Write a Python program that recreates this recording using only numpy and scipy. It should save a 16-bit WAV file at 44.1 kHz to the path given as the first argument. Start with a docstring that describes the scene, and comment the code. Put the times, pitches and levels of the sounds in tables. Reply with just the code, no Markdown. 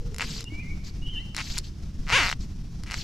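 """Wet fly line is pulled through the rings of a fishing rod, by a forest lake in light rain.
The line sticks and slips: each slip rings the rod, so single slips tick and quick runs creak.
As it slides it also hisses: shaped noise with narrow whistles. A songbird's gliding near-sines echo.
Below lie a rumble and far rain (noise), a faint low tone, chirping small drops and one big plop."""
import sys
import numpy as np
from scipy import signal
from scipy.io import wavfile
from scipy.ndimage import uniform_filter1d

SR = 44100
rng = np.random.default_rng(int(sys.argv[2]) if len(sys.argv) > 2 else 0)


def nominal_scale(level):
    """Amplitude ratio for a level in decibels (scalar or array-like)."""
    x = np.asarray(level, float) / 20
    return 10 ** x


def persist_wave(psi):
    """Save psi, clipped to +-1, as 16-bit WAV."""
    counts = np.round(np.clip(psi, -1, 1) * 32767).astype(np.int16)
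    wavfile.write(sys.argv[1], SR, np.atleast_2d(counts).T)


N = 133623  # length in samples
USUAL_RATE = 300  # slips per second at which the rod rings at its plain pitch


def read(points, hz):
    """Reads a curve at any frequency, on a logarithmic frequency scale."""
    f, value = np.transpose(points)
    return np.interp(np.log(hz + 1), np.log(f + 1), value)


def evened(x):
    """Scales to an rms of 1."""
    return x / np.sqrt(np.mean(x ** 2) + 1e-20)


def wander(count, size):
    """A smooth random drift of rms 1; a larger size (samples) drifts more slowly."""
    return evened(uniform_filter1d(rng.standard_normal(count), size))


def add(mix, s, sound):
    """Adds a sound to the mix at s seconds, cut off at the end of the mix."""
    part = mix[..., round(s * SR):][..., :sound.shape[-1]]
    part += sound[..., :part.shape[-1]]


def noise(shape, same, patchy_db, flicker_db, size):
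    """Two-channel noise of a spectrum, with drifting patches and a flicker shared by all bins."""
    frames, hz = 4 * N // size + 5, np.fft.rfftfreq(size, 1 / SR)
    a, b, c, d, patches = rng.standard_normal((frames, len(hz), 5)).T
    patches = uniform_filter1d(patches, size=8, axis=0)
    patches = evened(uniform_filter1d(patches, size=8, axis=1))
    same = np.clip(read(same, hz), -1, 1)[:, None]
    left = a + 1j * b
    right = same * left + np.sqrt(1 - same ** 2) * (c + 1j * d)
    flicker = flicker_db * rng.standard_normal(frames)
    z = np.array([left, right]) * nominal_scale(read(shape, hz)[:, None] + patchy_db * patches + flicker)
    return evened(signal.istft(z, nperseg=size, noverlap=3 * size // 4)[1][:, :N])


def tail(x, t60):
    """A diffuse echo, unrelated left and right, of energy about 1; t60 is its fade by 60 dB in s."""
    h = rng.standard_normal((2, SR)) * nominal_scale(-60 * np.arange(SR) / SR / t60)
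    return signal.fftconvolve(x[None], h / np.linalg.norm(h[0]), axes=1)[:, :N]


def whistle(top_s, db, pitch, waver):
    """A near sine along its pitch curve, swelling to its loudest moment."""
    start_db, end_db = -11, -5.5  # against the loudest moment
    s, hz = np.transpose(pitch)
    t = np.arange(s[0], s[-1], 1 / SR)
    glide = uniform_filter1d(np.interp(t, s, hz), size=150)
    phase = 2 * np.pi * np.cumsum(glide * (1 + waver * wander(len(t), size=300))) / SR
    ends = np.clip(np.minimum(t - s[0], s[-1] - t) / .009, 0, 1)  # 9 ms fades
    swell_db = np.interp(t, (s[0], top_s, s[-1]), (start_db, 0, end_db))
    level = nominal_scale(db + swell_db + 2.4 * wander(len(t), size=500))
    return s[0], np.sqrt(2) * ends * level * np.sin(phase)


# how alike left and right are in the air noise: (f/Hz, likeness from 0 to 1)
AIR_LIKENESS = [(150, 0.98), (500, 0.83), (3770, 0.71), (15000, 0.53)]
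# spectrum of rumble and far rain: (f/Hz, relative level/dB per Hz)
AIR_SPECTRUM = [(32, 0), (100, -8), (170, -11.5), (340, -25.5), (520, -39), (1900, -45.5), (4000, -45),
                (5600, -41), (9000, -57.5), (12200, -58.5), (15500, -72)]


def air():
    """Rumble and far rain: noise that is strongest in the bass."""
    return nominal_scale(-33) * noise(AIR_SPECTRUM, AIR_LIKENESS, patchy_db=0.85, flicker_db=2.6, size=2048)


# a faint low tone: (loudest at t/s, rms level/dB there before small drifts, pitch curve [(t/s, f/Hz)])
LOW_TONE = (0.015, -51.5, [(0, 465.7), (.45, 447.4)])


def hum():
    """One faint, slightly falling low tone with an unsteady pitch."""
    x = np.zeros(N)
    add(x, *whistle(*LOW_TONE, 0.068))
    return x


def drops():
    """Small drops as short fading chirps, each with its own pitch, loudness and place."""
    per_s, quietest_db, low_hz, high_hz = 120, -66, 3000, 9000  # quietest: before placing left or right
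    x, t = np.zeros((2, N)), np.arange(400) / SR
    for when, high, size, place in rng.random((round(per_s * N / SR), 4)):
        turns = low_hz * (high_hz / low_hz) ** high * t
        chirp = np.exp(-turns / 3.0) * np.sin(2 * np.pi * turns)  # higher drops fade sooner
        level = nominal_scale(quietest_db - 4.5 * np.log(size + .03))  # a few are much louder
        add(x, when * N / SR, level * np.outer([1.5 - place, .5 + place], chirp))
    return x


# what the rod and rings ring with, before each slip varies it: (f/Hz, relative level/dB)
ROD_MODES = [(1000, -0.5), (1550, 5), (2150, 8), (2700, 1), (4250, -1.5), (5200, -5), (7200, -14.5),
             (10500, -28)]


def slip(db, bright_db, rate=USUAL_RATE, rough=1):
    """One jerk of the line rings the rod, a little differently each time."""
    t60, rise_s, bright_hz = .0045, 0.000088, 2500
    detune, spread_db = .04, 2.5  # random change of each mode's pitch (share) and level, times rough
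    tighten = 0.13  # the ring rises with slip rate to this power
    t = np.arange(600) / SR
    hz, mode_db = np.transpose(ROD_MODES)[..., None]
    u, v = rough * rng.standard_normal((2, len(ROD_MODES), 1))
    tilt_db = bright_db * np.maximum(np.log2(hz / bright_hz), 0)
    pitch = hz * (rate / USUAL_RATE) ** tighten * (1 + detune * v)
    ring = nominal_scale(mode_db + spread_db * u + tilt_db) * np.sin(2 * np.pi * pitch * t)
    ring = -ring.sum(0) * nominal_scale(-60 * t / t60) * (1 - np.exp(-(t / rise_s) ** 2))
    return nominal_scale(db) * ring / abs(ring).max()


def thin(x):
    """The thin rod sheds no bass."""
    return signal.sosfilt(signal.butter(2, 950, "high", fs=SR, output="sos"), x)


# single slips: (t/s, peak level/dB before the bass cut, brightness/dB per octave)
SINGLE_SLIPS = [(0.1448, -27.5, 14), (0.1633, -28, 15), (0.1838, -19, 13.5), (0.1967, -13.5, -1),
                (.208, -9.5, 3), (.407, -25, 13.5), (0.4417, -28.5, 16), (1.3476, -22, 10),
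                (1.3656, -14.5, 13), (1.5811, -13.5, 19.5), (1.5859, -11.5, 20.5), (2.3145, -12, 6),
                (2.3273, -8, 1.5), (2.836, -26.5, 14), (2.9006, -22, -9), (2.9111, -17.5, 7.5),
                (2.9183, -17, 9.5), (2.922, -19, -5), (2.942, -13.5, 6.5)]


def ticks():
    """Single slips, each a short ring of the rod."""
    x = np.zeros(N)
    for s, db, bright_db in SINGLE_SLIPS:
        add(x, s, slip(db, bright_db))
    return thin(x)


# line sliding through wet fingers: (start t/s, peak t/s, end t/s, hiss rms level/dB at the peak)
WET_SLIDES = [(0.18, 0.33, 0.435, -39), (0.835, 0.88, 0.905, -46.5), (1.35, 1.478, 1.53, -41),
              (1.498, 1.566, 1.605, -39), (1.63, 1.655, 1.7, -49.5), (2.08, 2.25, 2.34, -34),
              (2.4, 2.43, 2.45, -50), (2.9, 2.99, 3.06, -40)]
# spectrum of the hiss: (f/Hz, relative level/dB per Hz)
HISS_SPECTRUM = [(600, -15.5), (2400, -6), (4800, 1), (7700, -7.5), (9500, -29.5), (12100, -16),
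                 (15000, -80)]
# narrow whistles of the slide: (middle f/Hz, rms level/dB against the hiss before drifts)
SLIDE_WHISTLES = [(4170, -13), (4850, -13)]


def slides():
    """Grainy hiss with narrow wandering whistles, swelling and fading with each slide."""
    t = np.arange(N) / SR
    # a power below 1 rounds the rise and fall
    level = sum(nominal_scale(db) * np.interp(t, s, (0, 1, 0)) ** 0.39 for *s, db in WET_SLIDES)
    x = noise(HISS_SPECTRUM, [(1, .75)], patchy_db=2.5, flicker_db=1.8, size=256)
    for hz, db in SLIDE_WHISTLES:
        turn = np.exp(2j * np.pi * np.cumsum(hz * (1 + 0.04 * wander(N, size=2500))) / SR)
        grain = wander(N, size=150) + 1j * wander(N, size=150)  # widens the tone a little
        x = x + nominal_scale(db + 5.2 * wander(N, size=500)) * (grain * turn).real
    return x * level


def count_slips(s, rate):
    """Counts slips along a run by summing the slip rate over time."""
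    t = np.arange(s[0], s[-1], 1 / SR)
    return t, np.cumsum(np.interp(t, s, rate)) / SR


def slip_run(x, rows, jitter, spread_db, rough, bright_db):
    """Adds a run of slips, less even the slower they come; jitter is in slip periods."""
    s, rate, db = np.transpose(rows)
    t, turns = count_slips(s, rate)
    for when in np.interp(np.arange(turns[-1]), turns, t):
        u, v = rng.standard_normal(2)
        now = np.interp(when, s, rate)
        slow = min(USUAL_RATE / now, 2)
        level_db = np.interp(when, s, db) + slow * spread_db * v
        add(x, when + slow * jitter * u / now, slip(level_db, bright_db, now, slow * rough))


# short uneven creaks: (start t/s, length t/s, slip rate f/Hz, middle slip peak level/dB before the bass cut)
SHORT_CREAKS = [(0.2154, 0.011, 326, -15), (0.23, 0.019, 460, -25), (1.3729, .016, 260, -18),
                (1.385, .03, 400, -21.5), (1.571, 0.0091, 500, -25), (2.863, 0.032, 390, -33.5),
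                (2.929, 0.01, 316, -21.5), (2.9383, 0.014, 344, -25)]


def creaks():
    """Short runs of slips, quick enough to blend into a creak."""
    x = np.zeros(N)
    for s, length, rate, db in SHORT_CREAKS:
        rows = [(s, rate, db), (s + length, rate, db)]
        slip_run(x, rows, jitter=.2, spread_db=2.5, rough=2, bright_db=5)
    return thin(x)


# bird notes: (loudest at t/s, rms level/dB there before small drifts, pitch curve [(t/s, f/Hz)])
BIRD_NOTES = [(.485, -44, [(.445, 3050), (.463, 2700), (.488, 2955), (.5, 2480)]), (.59, -43, [(.495, 2188),
              (.6, 2348), (.617, 2574), (.638, 2150)]), (.72, -47, [(.6, 2083), (.64, 2077), (.7, 2214),
              (.748, 2296)]), (1.09, -39, [(1.015, 2813), (1.04, 2950), (1.1, 2925), (1.112, 3070)]),
              (1.187, -40, [(1.06, 3162), (1.15, 3034), (1.185, 3080), (1.205, 2540)]),
              (1.17, -38, [(1.135, 2991), (1.175, 2800), (1.197, 2670)]), (1.2, -56, [(1.125, 2170),
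              (1.165, 1703), (1.235, 2211)])]


def bird():
    """Clear notes, the last and low one with an octave; the forest answers with a long echo."""
    x = np.zeros(N)
    top_s, db, pitch = BIRD_NOTES[-1]
    octave = (top_s, db - 4, np.multiply(pitch, (1, 2)))
    for note in BIRD_NOTES + [octave]:
        add(x, *whistle(*note, 0.013))
    return x + nominal_scale(-6) * tail(x, 1.1)


def plop():
    """A big drop on the water: one low sine that dies away."""
    s, hz, peak_db, t60 = .522, 300, -31, .07
    x, t = np.zeros(N), np.arange(3000) / SR
    add(x, s, nominal_scale(peak_db - 60 * t / t60) * np.sin(2 * np.pi * hz * t))
    return x


# one long pull: (t/s, slip rate f/Hz, middle slip peak level/dB before the bass cut)
LONG_PULL = [(2.0685, 140, -28), (2.1, 160, -11), (2.121, 210, -10), (2.125, 430, -6), (2.168, 570, -5.5),
             (2.192, 365, -6.5), (2.232, 250, -9), (2.27, 190, -10), (2.306, 120, -12)]


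def pull():
    """A long run of slips; the rod sways once per slip, wider when slips are slow."""
    x = np.zeros(N)
    slip_run(x, LONG_PULL, jitter=.03, spread_db=.8, rough=.85, bright_db=-2)
    x = thin(x)
    s, rate, db = np.transpose(LONG_PULL)
    t, turns = count_slips(s, rate)
    width = nominal_scale(np.interp(t, s, db) - 32) * (USUAL_RATE / np.interp(t, s, rate)) ** 2
    add(x, s[0], width * np.sin(2 * np.pi * turns) * np.hanning(len(t)))
    return x


def scatter(x):
    """A short echo off the water and things nearby."""
    return x + nominal_scale(-9) * tail(x, .04)


def lean_left(x):
    """Gives the left side more treble than the right."""
    lean_db, lean_hz = 3.5, 3830
    high = signal.butter(1, lean_hz, "high", fs=SR, output="sos")
    treble = signal.sosfiltfilt(high, x)
    return x + treble * (nominal_scale([[lean_db / 2], [-lean_db / 2]]) - 1)


def scene():
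    """The line at the rod, with the lake around it."""
    line = scatter(ticks() + creaks() + pull()) + slides()
    return air() + hum() + drops() + lean_left(line) + bird() + plop()


def top_cut(x):
    """Nothing passes above the cut-off."""
    return signal.sosfilt(signal.butter(12, 15700, fs=SR, output="sos"), x)


def record(dry):
    """Turns the finished mix into the sound that is written out."""
    return top_cut(dry)


dry = scene()
out = record(dry)
persist_wave(out)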